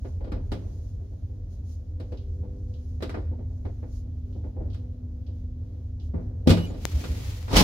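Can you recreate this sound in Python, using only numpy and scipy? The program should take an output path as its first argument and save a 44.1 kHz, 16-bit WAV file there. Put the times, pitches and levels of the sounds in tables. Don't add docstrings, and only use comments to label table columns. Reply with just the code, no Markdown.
import sys
import numpy as np
from scipy import signal
from scipy.fft import rfft, irfft, next_fast_len
from scipy.io import wavfile
from scipy.ndimage import uniform_filter1d

SR = 44100
rng = np.random.default_rng(int(sys.argv[2]) if len(sys.argv) > 2 else 0)


def to_wav(sig):
    pcm = np.clip(np.atleast_2d(sig), -1, 1) * 32767
    pcm = np.round(pcm).astype(np.int16)
    wavfile.write(sys.argv[1], SR, pcm.T)


N = 336483
TIME = np.arange(N) / SR


def amp(db):
    return 10 ** (np.asarray(db) / 20)


def evened(x):
    return x / np.sqrt(np.mean(x ** 2) + 1e-20)


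def read(points, hz):
    f, value = np.transpose(points)
    return np.interp(np.log(hz + 1), np.log(f + 1), value)


def level(rows):
    return amp(np.interp(TIME, *np.transpose(rows)))


def swells(rows):
    return sum(amp(db) * np.exp(-((TIME - s) / half) ** 2) for s, half, db in rows)


def stroke(db, full_s, until_s, rise, fall):
    before = np.maximum(full_s - TIME, 0)
    after = np.maximum(TIME - until_s, 0)
    return amp(db - abs(rise) * before - abs(fall) * after)


def add(mix, s, sound):
    part = mix[:, max(round(s * SR), 0):][:, :sound.shape[-1]]
    part += sound[..., :part.shape[1]]


def pan(db):
    return amp([[db / 2], [-db / 2]])


def drift(rate_hz):
    hz = np.fft.rfftfreq(next_fast_len(N), 1 / SR)
    real, imaginary = rng.standard_normal((2, len(hz)))
    return evened(irfft((real + 1j * imaginary) * np.exp(-(hz / rate_hz) ** 2))[:N])


# (f/Hz, likeness from -1 to 1)
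MICROPHONE_LIKENESS = [(60, 1), (130, 0.99), (290, 0.46), (640, .6), (1410, -0.22), (3000, 0.054),
                       (15000, -0.18)]


def noise(colour, size=N):
    hz = np.fft.rfftfreq(next_fast_len(size + 2), 1 / SR)
    a, b, c, d = rng.standard_normal((4, len(hz)))
    same = np.clip(read(MICROPHONE_LIKENESS, hz), -1, 1)
    mid = np.sqrt(1 + same) * (a + 1j * b)
    side = np.sqrt(1 - same) * (c + 1j * d)
    return evened(irfft(np.array([mid + side, mid - side]) * amp(colour(hz)))[:, :size])


def wash(spectrum):
    return noise(lambda hz: read(spectrum, hz))


def steadied(x, span):
    power = uniform_filter1d((x ** 2).mean(0), max(int(span * SR), 2))
    return x / np.sqrt(power + 1e-9)


def shudder():
    def shake(s, db):
        t = np.maximum(TIME - s, 0)
        return amp(-29.5 + 0.44 * db - 60 * t / 0.85) * (1 - np.exp(-t / 0.012))
    blows = sum(shake(s, db) ** 2 for s, db, _ in HEAVY_BLOWS)
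    booms = sum(shake(s, db - 6) ** 2 for s, _, _, db in FLOOR_BOOMS)
    return np.sqrt(blows + booms)


# (t/s, level/dB)
RUMBLE_LEVEL = [(0, -30.5), (.6, -31), (1.25, -35.5), (2.4, -32), (4.1, -32.5), (4.6, -30), (5, -35),
                (5.5, -33), (5.8, -37), (6.1, -29.5), (6.4, -32)]
# (f/Hz, level/dB per Hz)
RUMBLE_SPECTRUM = [(15, -48.5), (25, -26.5), (35, 8), (48, 10), (62, 7), (73, 11.5), (84, 15), (100, 6.5),
                   (114, -7), (150, -15), (220, -64.5), (600, -130)]
# (f/Hz, level/dB per Hz)
SLIDE_SPECTRUM = [(90, -16), (135, 5), (200, 3.5), (270, 5), (300, 2.5), (345, -5), (395, -1.5), (430, -7),
                  (500, -5), (580, -10.5), (640, -11.5), (720, -15.5), (1000, -25), (1800, -31.5),
                  (8000, -89.5)]
# (f/Hz, level/dB per Hz)
HISS_SPECTRUM = [(700, -6), (1400, -2.5), (2300, -0.5), (3400, 1), (6700, -2), (7600, -15), (12000, -8.5),
                 (15800, -12)]
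SLIDE_DB, HISS_DB = -53.5, -76.5


def ride():
    flutter = amp(-1.8 + 1.4 * drift(8))
    rumble = steadied(wash(RUMBLE_SPECTRUM), 0.097) * level(RUMBLE_LEVEL) * flutter
    slide = wash(SLIDE_SPECTRUM) * (amp(SLIDE_DB + 1.16 * drift(14)) + shudder())
    hiss = wash(HISS_SPECTRUM) * amp(HISS_DB + 1.1 * drift(5))
    return rumble + slide + hiss


# (f/Hz, level/dB, wavering as a share of the tone)
MOTOR_TONES = [(39, -46.5, 0.7), (99.4, -41.5, 0.3), (123.5, -50, .3), (170.8, -62, 0.97)]
# (t/s, level/dB)
GEAR_LEVEL = [(0, -57), (1.6, -59), (3.4, -48), (4, -54), (4.9, -49.5), (7.63, -58)]
# (f/Hz, level/dB, full from t/s, full until t/s)
LOW_DRONES = [(82.5, -39.5, 2.2, 3.3), (74.3, -41, 4.0, 6.4)]
# (multiple of the hum, level/dB)
BUZZ_TONES = [(2, -1), (3, 0), (4, -3), (5, -3.5)]
# (middle t/s, half length t/s, level/dB)
BUZZ_SURGES = [(2.4, .35, -60.5), (4.4, .15, -63)]
GEAR_HZ, MAINS_HUM_HZ = 247.0, 99.44
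BUZZ_DB, DRONE_FADE_DB_PER_S = -65.5, 6


def machine():
    def tone(hz, waver):
        swing = 1 + waver * (drift(3.23) + 1j * drift(3.5))
        return evened((swing * np.exp(2j * np.pi * hz * TIME)).real)

    out = level(GEAR_LEVEL) * tone(GEAR_HZ, waver=0.3)
    for hz, db, waver in MOTOR_TONES:
        out += amp(db) * tone(hz, waver)
    for hz, db, full, until in LOW_DRONES:
        swell = stroke(db, full, until, rise=DRONE_FADE_DB_PER_S, fall=DRONE_FADE_DB_PER_S)
        out += swell * tone(hz, waver=0.4)
    buzz = sum(amp(db) * tone(k * MAINS_HUM_HZ, waver=0.9) for k, db in BUZZ_TONES)
    return out + (amp(BUZZ_DB) + swells(BUZZ_SURGES)) * buzz


# (middle t/s, half length t/s, level/dB)
JACKET_BRUSHES = [(.09, .07, -70.5), (.75, .25, -70), (1.538, 0.047, -70), (1.711, 0.053, -63.5),
                  (2.88, 0.15, -73), (3.958, 0.061, -64), (6.056, .04, -70.5)]
# (f/Hz, level/dB per Hz)
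BRUSH_SPECTRUM = [(1000, -14), (2500, -16), (4000, -7), (5500, -3), (6800, -1), (7600, -18), (10000, -10),
                  (12500, -25), (14000, -10), (16000, -20)]
# (f/Hz, level/dB per Hz)
SLEEVE_SPECTRUM = [(290, -27), (500, -7.5), (569, -13.5), (1030, -14), (1710, -16.5), (1940, -12.5),
                   (2560, -13.5), (4630, -14.5), (7040, -17.5), (8130, -25.5), (11300, -23.5),
                   (15800, -25.5)]
# (level/dB, full from t/s, full until t/s, rise/dB per s, fall/dB per s)
SLEEVE_STROKE = (-47, 6.87, 7.31, 160, 50)
STIR_START_DB, SETTLE_DB_PER_S, STIR_SWING_DB = -76, 1.6, 3


def jacket():
    stirring = amp(STIR_START_DB - SETTLE_DB_PER_S * TIME + STIR_SWING_DB * drift(5))
    strength = np.hypot(swells(JACKET_BRUSHES), stirring)
    brushing = wash(BRUSH_SPECTRUM) * strength * amp(0.76 * drift(40))
    reach = wash(SLEEVE_SPECTRUM) * stroke(*SLEEVE_STROKE) * amp(1.1 * drift(50))
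    return brushing + reach * pan(1.3)


# (f/Hz, width f/Hz, lift level/dB)
PANEL_RESONANCES = [(302, 16, 6.5), (395, 8.3, 8.5), (508.5, 45, 9.5), (642, 35, 4), (855, 50, 4),
                    (980, 16, 3.5), (1187, 100, 6), (1440, 63, 6.5), (2100, 110, 1), (2490, 69, 5.5),
                    (2950, 200, 3), (3310, 56, 5.5), (3900, 130, 5)]


def panel_db(hz):
    return sum(db / (1 + (2 * (hz - f) / width) ** 2) for f, width, db in PANEL_RESONANCES)


def ring(colour, t60, rise, size=20000):
    t = np.arange(size) / SR
    car = (1 + 0.19 * np.exp(-t / 0.0026)) * amp(-60 * t / t60)
    shaft = amp(-19 - 60 * t / 0.71)
    onset = 1 - np.exp(-t / rise)
    return steadied(noise(colour, size=size), 0.01) * onset * np.hypot(car, shaft)


RATTLES_PER_S, RATTLE_DB, RATTLE_SPREAD_DB = 1.2, -51, 2.5
RATTLE_LEAST_DULLNESS = 11


def rattles():
    rows = []
    for when, size, soft in rng.random((int(RATTLES_PER_S * N / SR), 3)):
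        db = RATTLE_DB + RATTLE_SPREAD_DB * (2 * size - 1)
        rows.append((when * N / SR, db, RATTLE_LEAST_DULLNESS + 2 * soft, 0))
    return rows


# (t/s, level/dB, dullness/dB per octave, clack level/dB)
DOOR_KNOCKS = [(.046, -37, 8.2, 1), (.204, -40, 9, 0), (.242, -41.5, 6.2, -1), (.270, -38, 8.5, -2),
               (.318, -34.5, 5.7, 2), (.36, -40, 8.5, 0), (.517, -31.5, 4.3, -1), (1.999, -39.5, 5.7, -3),
               (2.120, -37, 6.8, -4), (2.430, -42, 10.5, -2), (3.004, -41, 6.2, 3), (3.023, -30, 4, -1),
               (3.093, -39, 3.7, 5), (3.141, -33.5, 6.7, 8), (3.170, -33, 9, -4), (3.312, -39, 13, -4),
               (3.388, -40, 11, -1), (3.650, -36, 8, 2), (3.824, -39.5, 10.3, 4), (4.350, -42, 12, -6),
               (4.438, -39.5, 10.5, 2), (4.561, -37, 14, -2), (4.597, -37, 14, -1), (4.742, -54, 2.1, 0),
               (6.137, -34.5, 11.2, 5), (6.175, -42, 11, 6), (6.458, -35, 12, 0), (6.472, -18, 4, -9),
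               (6.492, -26, 1.6, -1), (6.502, -22, 1.9, -4), (6.516, -23, 5.5, -7), (6.570, -29.5, 4.4, -1),
               (6.700, -38, 8, -4), (6.742, -39, 6.5, -4), (7.039, -38.5, 2.3, 2), (7.480, -43, 3.2, 6),
               (7.532, -27, 3.2, 0), (7.566, -26, -1.3, -3)]
# (low f/Hz, high f/Hz, time to fall 60 dB t/s, shortest rise t/s)
BLOW_PARTS = [(241, 926, 0.22, 0.001), (875, 2290, 0.16, 0.0015), (2480, 5360, .18, 0.0017),
              (5000, 29000, 0.14, 0.00098)]
# (f/Hz, level/dB per Hz)
WOOD_SPECTRUM = [(200, 13.5), (500, 0), (800, -9), (1500, -11.5), (3000, -16), (5000, -18), (7000, -20),
                 (12000, -27), (16000, -32)]
# (t/s, level/dB)
METAL_TICKS = [(2.172, -58.5), (2.737, -62), (4.327, -67.5), (4.7, -62), (4.73, -59), (5.264, -63.5),
               (5.997, -61)]
# (f/Hz, level/dB per Hz)
TICK_SPECTRUM = [(1200, -28), (2300, -8), (3000, 3), (5000, 1), (6800, -12), (8000, -24), (16000, -31)]
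THUD_DB, SNAP_DB, TOP_DB = 1.5, 2.7, -2
SLOWER_RISE_S = 0.0008


def doors():
    out = np.zeros((2, N))
    for s, db, dullness, clack_db in DOOR_KNOCKS + rattles():
        softness_s = SLOWER_RISE_S * max(dullness - 5.5, 0)
        lifts = [THUD_DB, clack_db, SNAP_DB, TOP_DB]
        for lift_db, (lo, hi, t60, rise) in zip(lifts, BLOW_PARTS):
            def colour(hz):
                outside = (lo / (hz + 1)) ** 8 + (hz / hi) ** 20
                return read(WOOD_SPECTRUM, hz) + panel_db(hz) - 10 * np.log10(1 + outside)
            octaves = np.log2(lo / BLOW_PARTS[0][0])
            gain = amp(db + lift_db - dullness * octaves)
            add(out, s, gain * ring(colour, t60, rise + softness_s))
    for s, db in METAL_TICKS:
        tick = ring(lambda hz: read(TICK_SPECTRUM, hz) + panel_db(hz), t60=0.27, rise=0.00079)
        add(out, s, amp(db) * tick)
    return out


# (t/s, level/dB, contact time t/s)
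HEAVY_BLOWS = [(.32, -33, 0.008), (.518, -27, 0.007), (4.595, -32.5, 0.0098), (6.14, -27, 0.0055),
               (6.472, -9.5, 0.0036), (6.5015, -7.5, 0.0075), (6.572, -22, 0.0059)]
# (f/Hz, level/dB, time to fall 60 dB t/s)
CAR_MODES = [(84, -6.5, 0.28), (97, -1.5, 0.25), (170, -3, 0.35), (204, -13, 0.23), (223, -8, 0.35),
             (242, -3, 0.33), (269, -2.5, 0.047), (312.5, -13, .3), (385, -14, 0.29), (499, -4.5, 0.33),
             (613, -13, 0.24)]
# (t/s, length t/s, f/Hz, level/dB)
FLOOR_BOOMS = [(6.925, .06, 70, -17.5), (6.982, 0.031, 76.5, -21), (7.085, 0.053, 69.6, -20.5),
               (7.578, .055, 52, -13)]


def thumps():
    out, t = np.zeros((2, N)), np.arange(SR) / SR
    body = np.zeros((2, SR))
    for hz, db, t60 in CAR_MODES:
        lead = np.arccos(np.clip(read(MICROPHONE_LIKENESS, hz), -1, 1)) / 2
        body += amp(db - 60 * t / t60) * np.sin(2 * np.pi * hz * t + np.array([[lead], [-lead]]))
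    for s, db, contact in HEAVY_BLOWS:
        push = np.sin(2 * np.pi * np.minimum(t / contact, 1))
        push = push / abs(rfft(push)).max()
        add(out, s, amp(db) * signal.fftconvolve(body, push[None], axes=1))
    for s, length, hz, db in FLOOR_BOOMS:
        bump = np.sin(np.pi * np.minimum(t / length, 1))
        add(out, s, amp(db) * bump * np.sin(2 * np.pi * hz * t))
    return out


# (t/s, length t/s, f/Hz, level/dB)
LEVER_SQUEAKS = [(6.554, 0.13, 2920, -48), (6.655, 0.035, 2420, -57), (6.65, 0.08, 6880, -62)]
# (multiple of its pitch, level/dB)
SQUEAK_OVERTONES = [(1, -4), (2, -21), (3, -30), (4, -20)]


def squeaks():
    out, wobble = np.zeros((2, N)), 1 + 0.006 * drift(120)
    for s, length, hz, db in LEVER_SQUEAKS:
        size = int(length * SR)
        turns = np.cumsum(hz * wobble[:size]) / SR
        tone = np.zeros((2, size))
        for k, k_db in SQUEAK_OVERTONES:
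            if k * hz < SR / 2:
                start = rng.random() + np.array([[0], [0.2]])
                tone += amp(k_db) * np.sin(2 * np.pi * (k * turns + start))
        rough = evened(tone * amp(2.5 * drift(250))[:size])
        add(out, s, amp(db) * rough * signal.windows.tukey(size, 0.6))
    return out


# (t/s, level/dB)
SHARP_SNAPS = [(6.8535, -2.5), (7.4287, -28), (7.499, -33), (7.506, -26)]
# (f/Hz, level/dB per Hz)
SNAP_SPECTRUM = [(20, -17), (100, 6.5), (600, 0.5), (1200, -5.5), (2000, -4), (2600, -8), (7000, -9.5),
                 (7800, -17), (10500, -23), (14000, -19), (16000, -32)]
# (f/Hz, level/dB per Hz)
BODY_SPECTRUM = [(20, -4), (45, 4), (100, -2.5), (200, -7), (400, -11.5), (700, -17.5), (1000, -13.5),
                 (1400, -23), (2500, -62)]
# (f/Hz, level/dB per Hz)
RASP_SPECTRUM = [(700, -69), (1500, -3.5), (2200, -1.5), (3500, -1.5), (5500, -2), (7000, -10.5),
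                 (8000, -14.5), (13000, -16), (16000, -22)]
# (level/dB, full from t/s, full until t/s, rise/dB per s, fall/dB per s)
BODY_STROKE = (-14, 7.560, 7.615, 430, 250)
# (level/dB, full from t/s, full until t/s, rise/dB per s, fall/dB per s)
RUB_RASP_STROKE = (-19.7, 7.572, 7.606, 450, 400)


def handling():
    grip = amp(1.66 * drift(160))
    body = steadied(wash(BODY_SPECTRUM), 0.03) * stroke(*BODY_STROKE)
    rasp = wash(RASP_SPECTRUM) * stroke(*RUB_RASP_STROKE) * pan(-0.5)
    out = grip * (body + rasp)
    log_gain = np.log(amp(read(SNAP_SPECTRUM, abs(np.fft.fftfreq(4096, 1 / SR)))))
    snap = np.fft.ifft(np.exp(np.conj(signal.hilbert(log_gain)))).real
    snap = -snap / abs(snap).max()
    for s, db in SHARP_SNAPS:
        add(out, s, amp(db) * snap * amp([[0], [-22]]))
    return out


def scene():
    return ride() + machine() + jacket() + doors() + thumps() + squeaks() + handling()


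# (f/Hz, level/dB)
LEFT_COLOUR = [(60, -0.2), (200, 0), (600, 0.5), (1200, 0.5), (2500, -1), (5000, -3.5), (8000, 5),
               (12000, 3), (16000, 3)]
TREBLE_EDGE_HZ = 15850


def record(dry):
    balance_db = read(LEFT_COLOUR, np.fft.rfftfreq(N, 1 / SR))
    heard = irfft(rfft(dry) * amp([balance_db / 2, -balance_db / 2]), N)
    heard = signal.sosfilt(signal.butter(2, 30, "highpass", fs=SR, output="sos"), heard)
    treble_cut = signal.firwin(511, TREBLE_EDGE_HZ, window=("kaiser", 9), fs=SR)
    return signal.oaconvolve(np.clip(heard, -1, 1), treble_cut[None], "same")


dry = scene()
out = record(dry)
to_wav(out)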